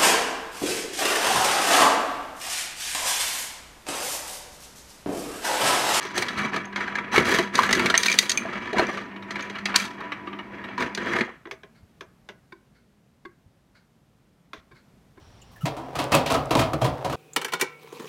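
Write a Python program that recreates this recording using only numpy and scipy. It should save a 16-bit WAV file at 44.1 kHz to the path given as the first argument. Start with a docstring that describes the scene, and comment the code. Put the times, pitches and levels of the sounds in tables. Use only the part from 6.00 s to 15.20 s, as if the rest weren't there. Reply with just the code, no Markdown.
"""Crushed ice into a glass

A kitchen, one microphone close to the dispenser in the refrigerator door. A geared motor hums while
its blades grind and crack cubes in a plastic housing; chips drop and clink in a hand-held glass.
The motor stops, small clicks and soft bumps follow as the glass is lifted away, and farther off
something ticks faintly once a second."""
import sys
import numpy as np
from scipy import signal
from scipy.fft import rfft, irfft, next_fast_len
from scipy.io import wavfile
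from scipy.ndimage import map_coordinates

SR = 44100
rng = np.random.default_rng(int(sys.argv[2]) if len(sys.argv) > 2 else 0)


def dump(signal):
    """Clip the signal to [-1, 1] and save it as 16-bit WAV at the path in sys.argv[1]."""
    limited = np.clip(np.atleast_2d(signal).T, -1, 1)
    pcm = np.round(limited * 32767).astype(np.int16)
    wavfile.write(sys.argv[1], SR, pcm)


N = 405719
TIME = np.arange(N) / SR
HIT = TIME[:SR // 4]  # time axis of one impact
STOP_S, SETTLED_S = 5.22, 5.5  # motor switched off, ice at rest
RING_ATTACK_S = .00087  # onset of ringing ice and glass


def amp(db):
    """Decibels to gain."""
    return 10 ** (np.asarray(db) / 20)


def unit(x):
    """x at rms 1."""
    return x / np.sqrt(np.mean(x ** 2) + 1e-20)


def along(points, hz):
    """(f/Hz, value) points read on a log axis."""
    f, v = np.transpose(points)
    return np.interp(np.log(hz + 1), np.log(f), v)


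def curve(points):
    """(t/s, value) points read at every sample."""
    return np.interp(TIME, *np.transpose(points))


def wobble(rate):
    """A smooth random curve with rate knots a second."""
    return map_coordinates(rng.standard_normal(int(N * rate / SR) + 4), [TIME * rate])


def add(track, s, sound):
    """Mix a sound into the track at s seconds."""
    rest = track[max(round(s * SR), 0):][:len(sound)]
    rest += sound[:len(rest)]


def coloured(x, gain):
    """x through the causal (minimum-phase) filter with this gain of frequency."""
    m = 2 * next_fast_len(len(x) // 2 + SR // 8)
    cepstrum = irfft(np.log(np.maximum(gain(np.fft.rfftfreq(m, 1 / SR)), 1e-6)))
    cepstrum[1:m // 2] *= 2
    cepstrum[m // 2 + 1:] = 0
    return irfft(rfft(x, m) * np.exp(rfft(cepstrum)))[..., :len(x)]


def noise(spectrum):
    """Coloured noise of rms 1."""
    return unit(coloured(rng.standard_normal(N), lambda hz: amp(along(spectrum, hz))))


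def burst(t60, attack):
    """The force of one fracture or rough contact: a fast-dying run of tiny random shocks."""
    return rng.standard_normal(len(HIT)) * amp(-60 * HIT / t60) * (1 - np.exp(-HIT / attack))


def detuned(hz, spread):
    """A sine for one impact, randomly a little off pitch."""
    return np.sin(2 * np.pi * hz * (1 + spread * rng.standard_normal()) * HIT)


def resonate(x, hz, q):
    """x through one resonance of unit peak gain."""
    return signal.lfilter(*signal.iirpeak(min(hz, SR / 4), max(q, 1), fs=SR), x)


def resonances(modes, hz):
    """Power gain of a set of (f/Hz, width/Hz, level/dB) resonances."""
    return sum(amp(db) ** 2 / (1 + (2 * (hz - centre) / width) ** 2) for centre, width, db in modes)


# Low, middle and high bands of a struck body: lower f/Hz, upper f/Hz
BODY_BANDS = [(150, 700), (700, 2800), (2800, 15500)]
def body(modes, colour, broad_db, cavity_db, cavity_t60, vary_db=2.0, detune=.005):
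    """A body's impulse response in three bands; each spot struck favours other modes and walls."""
    spot = np.clip(rng.standard_normal((len(modes), 2)), -2, 2)
    struck = [(hz * (1 + detune * shift), width, db + vary_db * favour)
              for (hz, width, db), (shift, favour) in zip(modes, spot)]
    def gain(hz):
        return np.sqrt(resonances(struck, hz) + amp(broad_db + along(colour, hz)) ** 2)
    scatter = burst(cavity_t60, attack=.001)
    reflections = amp(cavity_db) * scatter / np.linalg.norm(scatter)
    ring = coloured(signal.unit_impulse(len(HIT)) + reflections, gain)
    return [signal.sosfilt(signal.butter(3, band, "band", fs=SR, output="sos"), ring)
            for band in BODY_BANDS]


# Room tone spectrum: f/Hz, level/dB
AIR_COLOUR = [(25, -26.5), (50, -5.5), (80, -11.5), (120, -6), (200, -4.5), (300, -14), (1070, -24),
              (14000, -43), (16000, -51)]
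# Room tone over time: t/s, level/dB
AIR_LEVEL = [(5.6, -58.5), (6.4, -59.5), (7, -62), (8.5, -61.5), (8.85, -58)]
def room_tone():
    """The kitchen's low background all round the microphone."""
    return amp(curve(AIR_LEVEL)) * noise(AIR_COLOUR)


# Tones of the motor and gears: f/Hz, level/dB
MOTOR_TONES = [(100, -55), (199.2, -43.5), (296.1, -54.5), (376.8, -55.5), (656.8, -56), (979.8, -52.5),
               (1857, -56.5), (2299, -60)]
# The low hum under changing load: t/s, gain/dB
MOTOR_LOAD = [(0, -5.5), (.55, -3.5), (.78, 0), (1.5, -3), (3.15, -2.5), (3.72, 1.5), (3.9, -10), (4.5, -3),
              (5.2, -4)]
# Spectrum of the gears' whirr: f/Hz, level/dB
WHIRR_COLOUR = [(25, -45), (45, -18.5), (200, -6.5), (382, -3), (505, -19), (654, -10), (846, -12.5),
                (963, -7.5), (1420, -15.5), (2330, -13), (3360, -31), (6000, -43.5), (9000, -85)]
def motor(run_down_s=.039, hum_db=-2.0, whirr_db=-45.0, jolt_db=3.5, gears_from_hz=250):
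    """Inside the door the motor hums and its gears whine and whirr, jolted by ice, until switch-off."""
    running = np.exp(-np.maximum(TIME - STOP_S, 0) / run_down_s)
    speed = 1 + .005 * wobble(7) + .008 * wobble(60)  # slow sway, fast judder
    shaft = np.cumsum(speed) / SR
    load_db, chafe_db = curve(MOTOR_LOAD), wobble(70)
    hum = np.zeros(N)
    for hz, db in MOTOR_TONES:
        level_db = db + load_db * (hz < gears_from_hz) + jolt_db * wobble(22) + chafe_db
        hum += amp(level_db) * np.sqrt(2) * np.sin(2 * np.pi * hz * shaft)
    whirr = amp(whirr_db + .66 * wobble(38)) * noise(WHIRR_COLOUR)
    return running * (amp(hum_db) * hum + whirr)


# Resonances of the chute and housing: f/Hz, width/Hz, level/dB
HOUSING_MODES = [(240, 40, -0.5), (355, 26, 4), (432.7, 110, -5.5), (659, 20, 0), (952, 110, -8),
                 (1210, 140, -5), (1330, 15, -3.5), (1748, 300, -4), (2290, 130, -6.5), (2900, 96, -11),
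                 (3297, 36, -7.5), (3960, 130, -10.5), (4230, 60, -9.5), (4570, 110, -13.5),
                 (6147, 280, -18)]
# Broad colour of ice breaking inside: f/Hz, level/dB
ICE_COLOUR = [(59, -46), (100, -17), (193, -6.5), (302, -12), (365, 5.5), (535, -21), (648, -18),
              (801, -22.5), (2220, -10.5), (2690, -17.5), (6150, -25), (11600, -39), (16000, -64)]
def housing():
    """The crusher's plastic housing, struck at one spot."""
    return body(HOUSING_MODES, ICE_COLOUR, broad_db=3, cavity_db=-5.5, cavity_t60=.033)


# Cubes caught by the blades: t/s, length/s, level/dB, swell/dB, rumble offset/dB, spray offset/dB
BLADE_BITES = [(-.02, 0.12, -35, -10, -11.5, -3), (0.137, 0.086, -28, -3, -2.5, -3.5),
               (0.279, 0.094, -34, -0.5, -2, -6), (0.351, .11, -26.5, -3.5, -4.5, -10.5),
               (0.51, 0.059, -28, 0, -3.5, -13), (0.747, 0.14, -31.5, -5.5, -8, -11.5),
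               (0.893, 0.2, -37.5, -4.5, -3.5, -19), (1.112, 0.04, -21.5, 6, -6.5, -7),
               (1.172, 0.011, -24, -1, 6.5, -9.5), (1.239, 0.13, -22.5, 2, -2, -4),
               (1.523, 0.128, -26, 5.5, -4, -5), (1.679, 0.18, -26.5, 5, 1, -8.5),
               (1.958, 0.3, -34.5, -3, -5, 2), (2.296, 0.4, -35.5, 2, -3, -12),
               (2.74, 0.088, -28, 2.5, 0.5, -12.5), (2.871, 0.15, -34.5, -9.5, -0.5, -7.5),
               (3.269, 0.18, -39, 7, -8.5, -9.5), (3.476, 0.093, -41.5, 9, -15, -11.5),
               (3.665, 0.03, -32.5, 5, -8, -12), (3.759, 0.083, -32, -4, -7, 0),
               (3.971, 0.22, -41, -12, -9, -20), (4.508, 0.29, -41.5, -0.5, -2.5, -18.5),
               (4.777, 0.035, -26.5, 2.5, -0.5, -10), (4.983, 0.2, -29, 6.5, -1, -11.5)]
def bite_levels(attack_s=.028):
    """Rumble, crunch and spray in dB: each bite sets in, swells while the cube holds, then dies away."""
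    idle_dbs = (-51.5, -54, -67)  # between bites loose ice only tumbles round the bin
    falls_db_per_s = (169.5, 152.5, 192.5)
    t = TIME[:SR]
    onset = np.minimum(t / attack_s, 1)
    levels = []
    for layer, (idle_db, fall) in enumerate(zip(idle_dbs, falls_db_per_s)):
        power = amp(idle_db - fall * np.maximum(TIME - STOP_S, 0)) ** 2
        for s, length, db, swell, rumble, spray in BLADE_BITES:
            shape_db = swell * (np.minimum(t / length, 1) - .5) - fall * np.maximum(t - length, 0)
            add(power, s, (onset * amp(db + (rumble, 0, spray)[layer] + shape_db)) ** 2)
        levels.append(10 * np.log10(power + 1e-14))
    return levels


def grains(rate, spread_db):
    """Random tiny impacts, rate a second, of differing size."""
    impacts = (rng.random(N) < rate / SR) * rng.choice([-1, 1], N)
    return impacts * amp(spread_db * np.clip(rng.standard_normal(N), -2, 2))


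def rattle(forces, spots=2, moves_per_s=9):
    """Ice travels round the housing, so its three bands fade between the responses of several spots."""
    bands = np.zeros((len(forces), N))
    weights = np.exp([wobble(moves_per_s) for _ in range(spots)])
    for weight in weights / np.linalg.norm(weights, axis=0):
        for band, force, ring in zip(bands, forces, housing()):
            band += weight * unit(signal.oaconvolve(force, ring)[:N])
    return [unit(band) for band in bands]


def tumbling(hz, spread, cycles, count, size_db=4):
    """Loose pieces collide, each ringing briefly at its own pitch; rms 1 while they last."""
    t = HIT[:SR // 30]
    pitch, size = np.clip(rng.standard_normal((count, 2)), -2, 2).T[:, :, None]
    turns = hz * np.exp(spread * pitch) * t
    envelopes = amp(size_db * size - 60 * turns / cycles) * (1 - np.exp(-turns))
    rings = envelopes * np.sin(2 * np.pi * turns)
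    starts = (rng.random((count, 1)) * SETTLED_S * SR).astype(int)
    track = np.bincount((starts + np.arange(len(t))).ravel(), rings.ravel(), N)[:N]
    return unit(track) * np.sqrt(SETTLED_S * SR / N)


def grinding(rumble_db, crunch_db, spray_db):
    """Clumps of tiny fractures rattle the housing and shake the door; chunks and crumbs tumble."""
    clumps = amp(2.5 * wobble(90))
    coarse = clumps * grains(rate=2600, spread_db=2.0)
    fine = clumps * grains(rate=1600, spread_db=4.0)
    low, middle, high = rattle((coarse, coarse, fine))
    walls = amp(rumble_db - 2) * low + amp(crunch_db - 1.5) * middle + amp(spray_db - 5) * high
    door_colour = [(28, -33.5), (50, -6.5), (95, -1.5), (135, .5), (190, -13), (400, -56)]
    door = amp(rumble_db - 17) * noise(door_colour)
    chunks = amp(crunch_db - 10) * tumbling(hz=1494, spread=.35, cycles=24, count=1000)
    crumbs = amp(spray_db - 10.5) * tumbling(hz=3610, spread=.28, cycles=57, count=1600)
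    specks_on_glass = amp(spray_db - 19.5) * tumbling(hz=6100, spread=.038, cycles=240, count=170)
    return walls + door + chunks + crumbs + specks_on_glass


def fizzed(x, spray_db, above_hz=7500):
    """The denser the spray, the finer the chips and the more top treble they carry."""
    top = signal.sosfiltfilt(signal.butter(2, above_hz, "high", fs=SR, output="sos"), x)
    fizz_db = np.interp(spray_db, [-44.5, -33], [-7.5, 4])  # sparse to dense spray
    return x + (amp(fizz_db) - 1) * top


# Reverberation of the kitchen: f/Hz, t60/s
KITCHEN_DECAY = [(200, 0.25), (550, 0.16), (1400, 0.35), (3700, 0.11), (10000, 0.24)]
def kitchen_echo(x):
    """What the walls return to the microphone: each frequency dies at its own speed."""
    hz, t, spectrum = signal.stft(rng.standard_normal(SR // 2), SR, nperseg=256)
    decay = amp(-60 * t / along(KITCHEN_DECAY, hz)[:, None])
    tail = signal.istft(spectrum * decay, SR, nperseg=256)[1]
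    tail *= 1 - np.exp(-TIME[:len(tail)] / .0074)
    return signal.fftconvolve(x, tail / np.linalg.norm(tail))[:N]


# Modes of a hard piece of ice: f/Hz, level/dB
SHARD_MODES = [(1938, 0), (3250, -4.5), (3750, 0.5), (4200, -1.5)]
def shard(t60=.033, spread=.03):
    """The brief clink of one piece of ice; no two ring quite alike."""
    ring = sum(amp(db) * np.sin(2 * np.pi * hz * np.exp(spread * rng.standard_normal()) * HIT)
               for hz, db in SHARD_MODES)
    return unit(ring * amp(-60 * HIT / t60) * (1 - np.exp(-HIT / RING_ATTACK_S)))


def blows(rows, strike, attack, crumble_t60, crumble_db, thud_t60, thud_db, crunch_db, snap_db,
          knock_db, knock_q, clink_db=None):
    """Sharp pitched blows drive a body: low thud, middle crunch, high snap; ice also clinks."""
    track = np.zeros(N)
    for s, db, thud, snap, hz in rows:
        fracture = burst(t60=.023, attack=attack) + amp(crumble_db) * burst(crumble_t60, attack=.0035)
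        push = burst(thud_t60, attack=.0031)  # the heavy panels move longest
        push, knock = (force + amp(knock_db) * resonate(force, hz, knock_q) for force in (push, fracture))
        shares_db = (thud + thud_db, crunch_db, snap + snap_db)
        for force, ring, share in zip((push, knock, knock), strike(), shares_db):
            add(track, s, amp(db + share) * unit(signal.fftconvolve(force, ring)[:len(HIT)]))
        if clink_db is not None:
            add(track, s + attack, amp(db + snap + clink_db) * shard())
    return track


# Cubes cracking: t/s, level/dB, thud offset/dB, snap offset/dB, knock f/Hz
CUBE_CRACKS = [(.049, -24.5, -2, -8, 1200), (.177, -18.5, 0.5, 1, 1610), (.222, -15.5, -20, -6, 2000),
               (.283, -18.5, -33, -4.5, 1700), (.54, -20, -4, -14, 1790), (.561, -16.5, -6.5, -10.5, 1300),
               (.726, -27.5, -16, -17.5, 1600), (.759, -17, -29, -9, 2150), (.806, -20, -20, -15, 1850),
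               (.877, -19.5, -16.5, -21, 1700), (.953, -14, -26, -13, 1700),
               (.984, -15.5, -29, -16.5, 2020), (1.159, -8, -12, -11.5, 2200),
               (1.178, -5.5, -2.5, -11, 2220), (1.386, -11, 1.5, -9.5, 655), (1.59, -14, -16, -9.5, 1130),
               (1.632, -11, -11.5, -11, 1530), (1.69, -12, -9, -15, 1770), (1.708, -14.5, -21.5, -6, 1740),
               (1.728, -11, -12.5, -7, 2030), (1.749, -15, -15, -5, 1640), (1.794, -10.5, -7, -12, 950),
               (1.858, -11.5, -12, -5.5, 2250), (1.899, -10, -10.5, -5.5, 1440),
               (1.94, -5.5, -27.5, -14, 1940), (1.95, -12, -25, -3.5, 2200), (2.058, -13, -23, -2, 1550),
               (2.532, -22, -4, -15.5, 1220), (2.671, -23, -13, -16.5, 1800), (2.729, -22.5, 2, -7, 660),
               (2.782, -11.5, -17.5, -11, 950), (2.793, -14, -4.5, -9.5, 1296),
               (2.973, -21.5, -11, -15, 1185), (3.306, -23.5, -7, -4.5, 1910),
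               (3.356, -19.5, -12, -13, 1690), (3.497, -27.5, -2.5, -5.5, 2000),
               (3.585, -25, -15.5, -10.5, 1940), (3.656, -15, -22.5, -3.5, 2570),
               (3.754, -12.5, -17, -7.5, 1460), (4.778, -17, -15, -16, 980), (4.805, -18, -14, -13.5, 1004),
               (4.821, -23.5, -12, -5.5, 2200), (4.974, -19, -5, -9, 1520), (5.132, -14.5, -21, -17, 1800),
               (5.163, -15, -16, -16.5, 1620), (5.185, -18, -8, -14, 1840), (5.208, -13, -1.5, -12.5, 1820)]
def cracks():
    """Cubes break and crumble under the blades, jolting the housing."""
    return blows(CUBE_CRACKS, housing, attack=.0019, crumble_t60=.078, crumble_db=-13, thud_t60=.05,
                 thud_db=-21, crunch_db=-22, snap_db=-21, knock_db=6.5, knock_q=9.6, clink_db=-26)


# Modes of the glass, damped by hand and ice: f/Hz, level/dB, t60/s
GLASS_MODES = [(2344, -0.5, 0.062), (4640, -5.5, 0.022), (6310, -2, 0.019), (8980, -14.5, 0.022)]
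# Spectrum of a chip splintering: f/Hz, level/dB
SPLINTER_COLOUR = [(590, -43), (1000, -20), (1940, -6), (4570, -8), (6470, -5.5), (7100, -10.5),
                   (14600, -25), (16000, -44)]
# Chips landing: t/s, level/dB, low ring offset/dB, high ring offset/dB, splinter offset/dB, rim f/Hz
LANDINGS = [(0.6539, -26.5, -13.5, -11, -26, 6380), (1.5538, -11, -26, -9.5, -7, 6240),
            (1.7278, -3, -24, -13, -11, 6240), (1.9767, 0, -17, -7, -17.5, 6270),
            (2.0318, -10, -15, -16, -6.5, 6240), (2.0643, -11, -18, -8, -11, 6240),
            (2.0823, -5.5, -5, -28, -16.5, 6240), (2.098, -14, -4, -17, -9, 6240),
            (2.116, -8, -6.5, -12.5, -17, 6240), (2.125, -13.5, -20, -11, -6.5, 6240),
            (2.187, 6.5, -27.5, -22.5, -13, 6560), (2.226, -19, -6, -20, -14, 6240),
            (2.2947, -5.5, -32, -10, -11.5, 6620), (2.302, -7.5, -30.5, -22, -11, 6240),
            (2.316, -8.5, -23.5, -12, -9.5, 6240), (2.3741, -6, -7.5, -9, -19.5, 6260),
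            (2.8676, -24, -5.5, -10.5, -16, 6000), (3.407, -30, -16, -23, -7.5, 6400),
            (3.424, -21, -6, -13.5, -26, 6430), (3.655, -15, -14, -25, -11, 6240),
            (3.7593, 2, -19.5, -27, -11, 6150), (3.799, -21.5, -1, -11, -11, 6300),
            (4.9482, -16, -13.5, -22, -9, 5900)]
def chips(ring_db=-20, splinter_db=-21, shard_db=-23, linger_db=-31, linger_t60=.16, dulling=.7):
    """Near the microphone chips splinter in the glass; where each lands decides which modes ring."""
    track = np.zeros(N)
    for s, db, low, high, splinter, rim_hz in LANDINGS:
        def dull_db(hz):  # softer landings lose treble above the rim's pitch
            return dulling * min(db, 0) * np.log2(np.maximum(hz / rim_hz, 1))
        fracture = burst(t60=.024, attack=.00099)
        crack = unit(coloured(fracture, lambda hz: amp(along(SPLINTER_COLOUR, hz) + dull_db(hz))))
        add(track, s, amp(db + splinter) * (amp(splinter_db) * crack + amp(shard_db) * shard()))
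        shares_db = (low, splinter, high, high)
        tunings = (1, 1, rim_hz / GLASS_MODES[2][0], 1)
        for (hz, level, t60), share, tuning in zip(GLASS_MODES, shares_db, tunings):
            # ice rattling against the wall roughens the phase
            drift = np.cumsum(rng.standard_normal(len(HIT))) / np.sqrt(SR / 200)
            pitch = hz * tuning * (1 + .007 * rng.standard_normal())
            decay = amp(-60 * HIT / t60) + amp(linger_db - 60 * HIT / linger_t60)  # the rim rings on
            ring = np.sin(2 * np.pi * pitch * HIT + drift) * decay * (1 - np.exp(-HIT / RING_ATTACK_S))
            add(track, s, amp(db + share + level + ring_db + dull_db(hz)) * unit(ring))
    return track


# Modes of the hollow chute: f/Hz, level/dB, t60/s
CHUTE_MODES = [(352, -2, 0.087), (413, 2, 0.087), (659, -2, .12), (730, -3.5, 0.082), (1045, 1, 0.033),
               (1176, 4.5, 0.054), (1335, -9.5, .07)]
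# Whole lumps thumping it: t/s, level/dB, favoured f/Hz
LUMPS = [(1.179, -8.5, 380), (1.5901, -1.5, 1043), (2.453, -24.5, 600), (2.729, -23.5, 434),
         (2.745, -19, 715), (2.793, -11, 687), (2.795, -12.5, 355), (2.824, -19, 355), (2.893, -22, 1200)]
def thuds(level_db=-1, reach_octaves=.18, attack=.0005):
    """A lump hits the chute squarely and rings the modes near the pitch its contact favours."""
    track = np.zeros(N)
    for s, db, favoured_hz in LUMPS:
        ring = np.zeros(len(HIT))
        for hz, level, t60 in CHUTE_MODES:
            nearness = 1 / (1 + (np.log2(hz / favoured_hz) / reach_octaves) ** 2) ** 2
            ring += nearness * amp(level - 60 * HIT / t60) * detuned(hz, .008)
        ring *= 1 - np.exp(-HIT / attack)
        add(track, s, amp(db + level_db) * ring / np.abs(ring).max())
    return track


# Resonances of the closed bin: f/Hz, width/Hz, level/dB
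BIN_MODES = [(1190, 150, 1), (1780, 280, -1), (2243, 200, -4.5), (2876, 120, 0), (3130, 60, -0.5),
             (3780, 140, -6), (5600, 280, -14.5)]
# Its broad colour: f/Hz, level/dB
BIN_COLOUR = [(100, -11), (350, 2.5), (600, -11), (2400, -12), (4300, -17.5), (6000, -34), (16000, -62)]
# Loose cubes tapping: t/s, level/dB, thud offset/dB, snap offset/dB, knock f/Hz
CUBE_TAPS = [(3.112, -34, -19, -20, 1970), (3.16, -31.5, -21, -7.5, 2550), (3.223, -31.5, -25, -5.5, 2370),
             (3.392, -23, -16, -8.5, 2210), (3.553, -26.5, -15, -6.5, 2406), (3.741, -12.5, -24, -13, 1655),
             (4.003, -28.5, -9, -8.5, 1180), (4.1185, -18.5, -21, -11.5, 2490),
             (4.271, -23.5, -13.5, -16.5, 1160), (4.328, -27, -12.5, -17, 1210),
             (4.387, -24.5, -16, -14, 1240), (4.639, -28.5, -12, -5.5, 1920)]
def taps():
    """Loose cubes knock round the bin, heard through its closed walls."""
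    def ice_bin():
        return body(BIN_MODES, BIN_COLOUR, broad_db=2.5, cavity_db=-3.5, cavity_t60=.045)
    return blows(CUBE_TAPS, ice_bin, attack=.003, crumble_t60=.083, crumble_db=-10.5, thud_t60=.079,
                 thud_db=-14, crunch_db=-22, snap_db=-26, knock_db=1.5, knock_q=8, clink_db=-27.5)


# Resonances of the clicking plastic: f/Hz, width/Hz, level/dB
PLASTIC_MODES = [(331.5, 62, -7), (400, 89, 2.5), (647, 15, 7), (1048, 38, 3), (1580, 220, 0),
                 (1990, 170, -1.5), (3420, 520, -0.5)]
# Its broad colour: f/Hz, level/dB
PLASTIC_COLOUR = [(100, -25), (300, -22), (800, -12), (2200, -3), (3000, -19), (6300, -13.5), (8500, -57)]
def plastic():
    """The plastic at the front of the dispenser, touched at one spot."""
    return body(PLASTIC_MODES, PLASTIC_COLOUR, broad_db=3, cavity_db=-9.5, cavity_t60=.013)


# Small dry clicks: t/s, level/dB, thud offset/dB, snap offset/dB, knock f/Hz
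CLICKS = [(5.454, -32.5, -7, -23.5, 2100), (5.47, -36.5, -3, -19, 1000), (5.511, -24, -13.5, -7, 1960),
          (5.633, -36, -9, -12.5, 634), (6.008, -29.5, -11, -7.5, 1037), (6.288, -30, -12, -8.5, 2800),
          (8.532, -27, -14.5, -10.5, 1041)]
def clicks():
    """Plastic clicks as the lever lets go and the glass is drawn away."""
    return blows(CLICKS, plastic, attack=.001, crumble_t60=.088, crumble_db=-11, thud_t60=.13,
                 thud_db=-14, crunch_db=-22.5, snap_db=-22.5, knock_db=-7, knock_q=6.9)


# Resonances of a tick: f/Hz, width/Hz, level/dB
TICK_MODES = [(1410, 80, -1), (1580, 200, -3), (2160, 130, -4), (4350, 480, -9)]
# Ticks a second apart: t/s, level/dB
TICKS = [(5.745, -64), (6.745, -65.5), (7.745, -60), (8.745, -59)]
def ticking(t60=.22, attack=.016):
    """A faint ringing tick, like a wall clock across the room."""
    track = np.zeros(N)
    for s, db in TICKS:
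        tick = coloured(burst(t60, attack), lambda hz: np.sqrt(resonances(TICK_MODES, hz)))
        add(track, s, amp(db - 7) * unit(tick))
    return track


# Soft handling bumps: t/s, level/dB, f/Hz
BUMPS = [(5.829, -38, 90), (7.461, -43.5, 95), (8.579, -43, 67.5), (8.731, -43.5, 132)]
def bumps(t60=.075, attack=.0022):
    """Dull thumps of handling, each one low damped tone."""
    track = np.zeros(N)
    for s, db, hz in BUMPS:
        envelope = amp(db - 60 * HIT / t60) * (1 - np.exp(-HIT / attack))
        add(track, s, envelope * np.sin(2 * np.pi * hz * HIT))
    return track


# Modes of a small hollow shell: f/Hz, level/dB, t60/s
SHELL_MODES = [(334, -2.5, 0.14), (382, -3.5, 0.16), (1041, -2, 0.053), (1600, 1.5, 0.02),
               (2184, -6, 0.034), (3530, -11.5, 0.016), (4460, -16, .016)]
# Knocks and scuffs of handling: t/s, level/dB, brightness/(dB per octave), contact/s
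KNOCKS = [(6.5212, -37, 2.5, 0.025), (7.2505, -34.5, 1, 0.028), (8.710, -46, 2, 0.063),
          (9.171, -46, -1, 0.049)]
def knocks(scuff_db=-5, rise_share=.2):
    """Rough contacts scuff and ring the shell, each at its own brightness; longer ones start softly."""
    track = np.zeros(N)
    for s, db, brightness, contact in KNOCKS:
        ring = np.zeros(len(HIT))
        for hz, level, t60 in SHELL_MODES:
            mode = detuned(hz, .024) * amp(-60 * HIT / t60)
            rung = signal.fftconvolve(burst(contact, rise_share * contact), mode)[:len(HIT)]
            tilt_db = brightness * np.log2(hz / SHELL_MODES[2][0])
            ring += amp(level + tilt_db) * unit(rung) * np.std(mode)
        scuff = resonate(burst(2 * contact, rise_share * contact), hz=1700, q=1.5)
        add(track, s, amp(db) * (ring + amp(scuff_db + brightness) * scuff))
    return track


def slide(start_s=8.535, length_s=.064, level_db=-50, fall_db_per_s=130, edge_s=.013):
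    """After the last click the touching surfaces slip on with a short, fading rustle."""
    rub = unit(signal.fftconvolve(rng.standard_normal(N), sum(plastic()))[:N])
    t = np.maximum(TIME - start_s, 0)
    gate = np.clip(np.minimum(t, length_s + edge_s - t) / edge_s, 0, 1)
    return amp(level_db - fall_db_per_s * t) * rub * gate


def scene():
    """In mono from beside the door: crusher, glass and handling up close, the kitchen behind."""
    cracking, tapping = cracks(), taps()
    handling = clicks() + knocks() + slide()
    rumble_db, crunch_db, spray_db = bite_levels()
    breaking_ice = fizzed(cracking + grinding(rumble_db, crunch_db, spray_db), spray_db)
    crusher = breaking_ice + tapping + thuds() + motor()
    glass = chips()
    echo = kitchen_echo(amp(-12.5) * (crusher + glass) + amp(-13.5) * handling)
    return (crusher + glass + handling + echo + room_tone() + bumps() + ticking())[None]


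def record(dry, top_hz=15900):
    """The microphone's signal saturates at full scale and keeps nothing above the band limit."""
    m = next_fast_len(N + SR // 2)
    passband = np.fft.rfftfreq(m, 1 / SR) < top_hz
    return irfft(rfft(np.clip(dry, -1, 1), m) * passband, m)[..., :N]


dry = scene()
out = record(dry)
dump(out)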